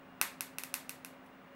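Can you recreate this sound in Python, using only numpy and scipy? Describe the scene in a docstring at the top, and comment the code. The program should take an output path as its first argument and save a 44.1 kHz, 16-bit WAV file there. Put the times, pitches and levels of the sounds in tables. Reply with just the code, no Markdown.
"""Sparks over a glass dish

Seven sparks from a charged fly swatter jump between two wire leads held over a glass dish on a table.
Each is one sharp push of air that rings briefly in the hollow of the dish; nearby surfaces and a small
room answer. The leads scrape faintly as they are drawn apart. Behind it all are a steady appliance hum,
soft room noise and a thin electrical whine."""
import sys
import numpy as np
from scipy import signal
from scipy.fft import rfft, irfft
from scipy.io import wavfile

SR = 44100
rng = np.random.default_rng(int(sys.argv[2]) if len(sys.argv) > 2 else 0)


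def materialize(psi):
    """Save the field psi as 16-bit PCM at rate SR to the path in sys.argv[1].

    A 1-D psi becomes a single channel; in a 2-D psi each row is a channel.
    """
    bounded = np.clip(np.atleast_2d(psi).T, -1, 1)
    quanta = np.round(bounded * 32767).astype(np.int16)
    wavfile.write(sys.argv[1], SR, quanta)


N = 68355


def amp(db):
    """Turns decibels into a number to multiply by."""
    return 10 ** (np.asarray(db) / 20)


def evened(x):
    """Scales a signal so that its average power is one."""
    return x / np.sqrt(np.mean(abs(x) ** 2) + 1e-20)


def read(points, hz):
    """Reads between the rows of a table, with octaves evenly spaced."""
    row_hz, value = np.transpose(points)
    return np.interp(np.log(hz + 1), np.log(row_hz + 1), value)


def add(mix, start_s, sound):
    """Mixes a sound in at a given time."""
    part = mix[max(round(start_s * SR), 0):][:len(sound)]
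    part += sound[:len(part)]


def pulse(points, peaks=(), size=2048):
    """The most sudden click that has a given tone colour and ringing peaks."""
    hz = abs(np.fft.fftfreq(size, 1 / SR))
    peaks_db = sum(lift * .5 ** ((2 * (hz - centre) / width) ** 2) for centre, width, lift in peaks)
    log_gain = np.log(amp(read(points, hz) + peaks_db))
    spectrum = np.exp(np.conj(signal.hilbert(log_gain)))  # packs the energy at the start
    return np.fft.ifft(spectrum).real


def grains(fade_s, per_s, size=2048):
    """A short cluster of tiny random clicks that dies away."""
    clicks = rng.standard_normal(size) * (rng.random(size) < per_s / SR)
    fade = np.exp(-np.arange(size) / SR / fade_s)
    return evened(clicks * fade) / np.sqrt(size)


def room_noise():
    """The soft, low rush of the room."""
    # Each row: frequency in Hz, relative level in dB.
    colour = [(25, -9.5), (70, -7), (120, 0.5), (175, 7.5), (225, 3), (310, 2.5), (420, 2), (700, 2),
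              (1300, 0.5), (2000, -4), (2800, -11), (3600, -16.5), (5000, -24.5), (8000, -29.5),
              (15000, -35)]
    gain = amp(read(colour, np.fft.rfftfreq(N, 1 / SR)))
    noise = irfft(rfft(rng.standard_normal(N)) * gain, N)
    return amp(-57.5) * evened(noise)


def appliance_hum(waver_hz=19):
    """An appliance's hum and a thin electrical whine: held tones that waver at random."""
    # Each row: pitch in Hz, level in dB, wavering as a share of the level.
    tones = [(186.5, -70.5, 1.3), (261.3, -61, 0.47), (558, -67, 0.66), (712, -74.5, 0.594),
             (2820, -77, 2.2), (15600, -77.5, .05)]
    t, out = np.arange(N) / SR, np.zeros(N)
    keep_slow = np.exp(-.5 * (np.fft.fftfreq(N, 1 / SR) / waver_hz) ** 2)
    for hz, db, unsteady in tones:
        waver = evened(np.fft.ifft(keep_slow * np.exp(2j * np.pi * rng.random(N))))
        tone = np.exp(2j * np.pi * (hz * t + rng.random()))
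        out += amp(db) * evened(((1 + unsteady * waver) * tone).real)
    return out


def room_tail(size=256, rise_s=.0066):
    """The room's many echoes blur together, swell quickly and die sooner in the treble."""
    # The tail's tone. Each row: frequency in Hz, level in dB.
    colour = [(40, -21.5), (200, -8.5), (550, -11), (1050, 3), (1450, 0.5), (1900, 4.5), (2700, 2),
              (3100, -6), (3600, -1), (5500, -6.5), (8200, -3), (9600, -5.5), (11200, -1), (12600, 1.5),
              (14200, -6), (15600, -15)]
    # Each row: frequency in Hz, seconds the room takes to fade by 60 dB.
    fade_times = [(200, 0.44), (2000, 0.33), (5000, 0.32), (9000, 0.27), (13000, 0.2), (15500, .19)]
    count = SR * 2 // 3
    noise = evened(irfft(np.exp(2j * np.pi * rng.random(count // 2 + 1))))
    hz, t, bands = signal.stft(noise, SR, nperseg=size)
    rate = np.log(1000) / read(fade_times, hz)[:, None]
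    fading = bands * np.sqrt(2 * rate / SR) * np.exp(-rate * t)  # same energy in each band
    tail = signal.istft(fading, SR, nperseg=size)[1]
    tail *= 1 - .5 * np.exp(-np.arange(len(tail)) / SR / rise_s)
    return signal.fftconvolve(tail, pulse(colour))


def snap_in_room(scatter_fade_s=.0012):
    """One snap rings in the dish and echoes; the gap stays put, so all sparks share this sound."""
    # The snap as it arrives directly. Each row: frequency in Hz, level in dB.
    snap = [(30, -16), (110, -8.5), (220, -1.5), (600, -1), (1400, -3), (1800, -20.5), (2100, -4),
            (3050, -6), (3500, 0), (4400, -6.5), (5200, 3), (6100, 1.5), (7300, -14), (8200, 4), (9500, 2),
            (10900, 5.5), (12600, 4), (13100, -8.5), (13700, -17), (14300, 4.5), (15400, -7.5),
            (16500, -16)]
    # Air ringing in the dish. Each row: pitch in Hz, width in Hz, boost in dB.
    dish = [(1124, 320, 5), (1518, 265, 12.5), (2610, 450, 16.5)]
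    # Echoes from nearby surfaces. Each row: delay in seconds, level in dB.
    echoes = [(.0049, -17), (.0102, -13.5), (.0119, -21), (.0147, -16), (.0169, -17.5)]
    # Small surfaces throw back mostly treble. Each row: frequency in Hz, level in dB.
    echo_colour = [(200, -11.5), (1200, 0), (2700, -0.5), (4000, 0), (10500, 1.5), (12700, -1.5),
                   (14200, -8.5), (16000, -9)]
    echo, out = -pulse(echo_colour), np.zeros(SR)
    add(out, 0, -pulse(snap, dish))
    scatter = signal.fftconvolve(echo, grains(scatter_fade_s, per_s=SR))  # off the hands and the rim
    add(out, scatter_fade_s / 2, amp(-6.5) * scatter)
    for delay_s, db in echoes:
        add(out, delay_s, amp(db) * echo)
    add(out, start_s=.002, sound=room_tail())
    return out


def lead_scrapes():
    """The wire leads scrape faintly as they are drawn apart."""
    # Each row: start in seconds, relative level in dB.
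    scrapes = [(1.244, -50.5), (1.2605, -44), (1.335, -55)]
    out = np.zeros(N)
    for start_s, db in scrapes:
        add(out, start_s, amp(db) * grains(fade_s=.0093, per_s=4000))
    return out


def sparks(bass_hz=1400, middle_hz=2545, treble_hz=5000):
    """Each spark gives the air one sharp push, with its own strength and tone."""
    # Each row: start in seconds, relative level in dB, extra bass in dB, extra treble in dB.
    jumps = [(.2141, 0, 1, -1), (0.4081, -10, -1.5, 1), (0.5846, -10, -3.5, -2), (0.6363, -14.5, -1, 0),
             (0.7413, -8, -1, 1.5), (0.8944, -13.5, -3, 0), (1.0482, -18, -1, -1)]
    out = np.zeros(N)
    for start_s, db, bass_db, treble_db in jumps:
        colour = [(bass_hz, bass_db), (middle_hz, 0), (treble_hz, treble_db)]
        add(out, start_s, amp(db) * pulse(colour))
    return out


def scene():
    """Sparks and scrapes take on the sound of the snap, over the quiet room, in mono."""
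    snaps = signal.fftconvolve(sparks() + lead_scrapes(), snap_in_room())[:N]
    return (snaps + room_noise() + appliance_hum())[None]


def record(dry, cutoff_hz=16100):
    """Cuts away the very highest treble."""
    low_pass = signal.firwin(255, cutoff_hz, window=("kaiser", 8), fs=SR)
    return signal.oaconvolve(dry, low_pass[None], "same")


dry = scene()
out = record(dry)
materialize(out)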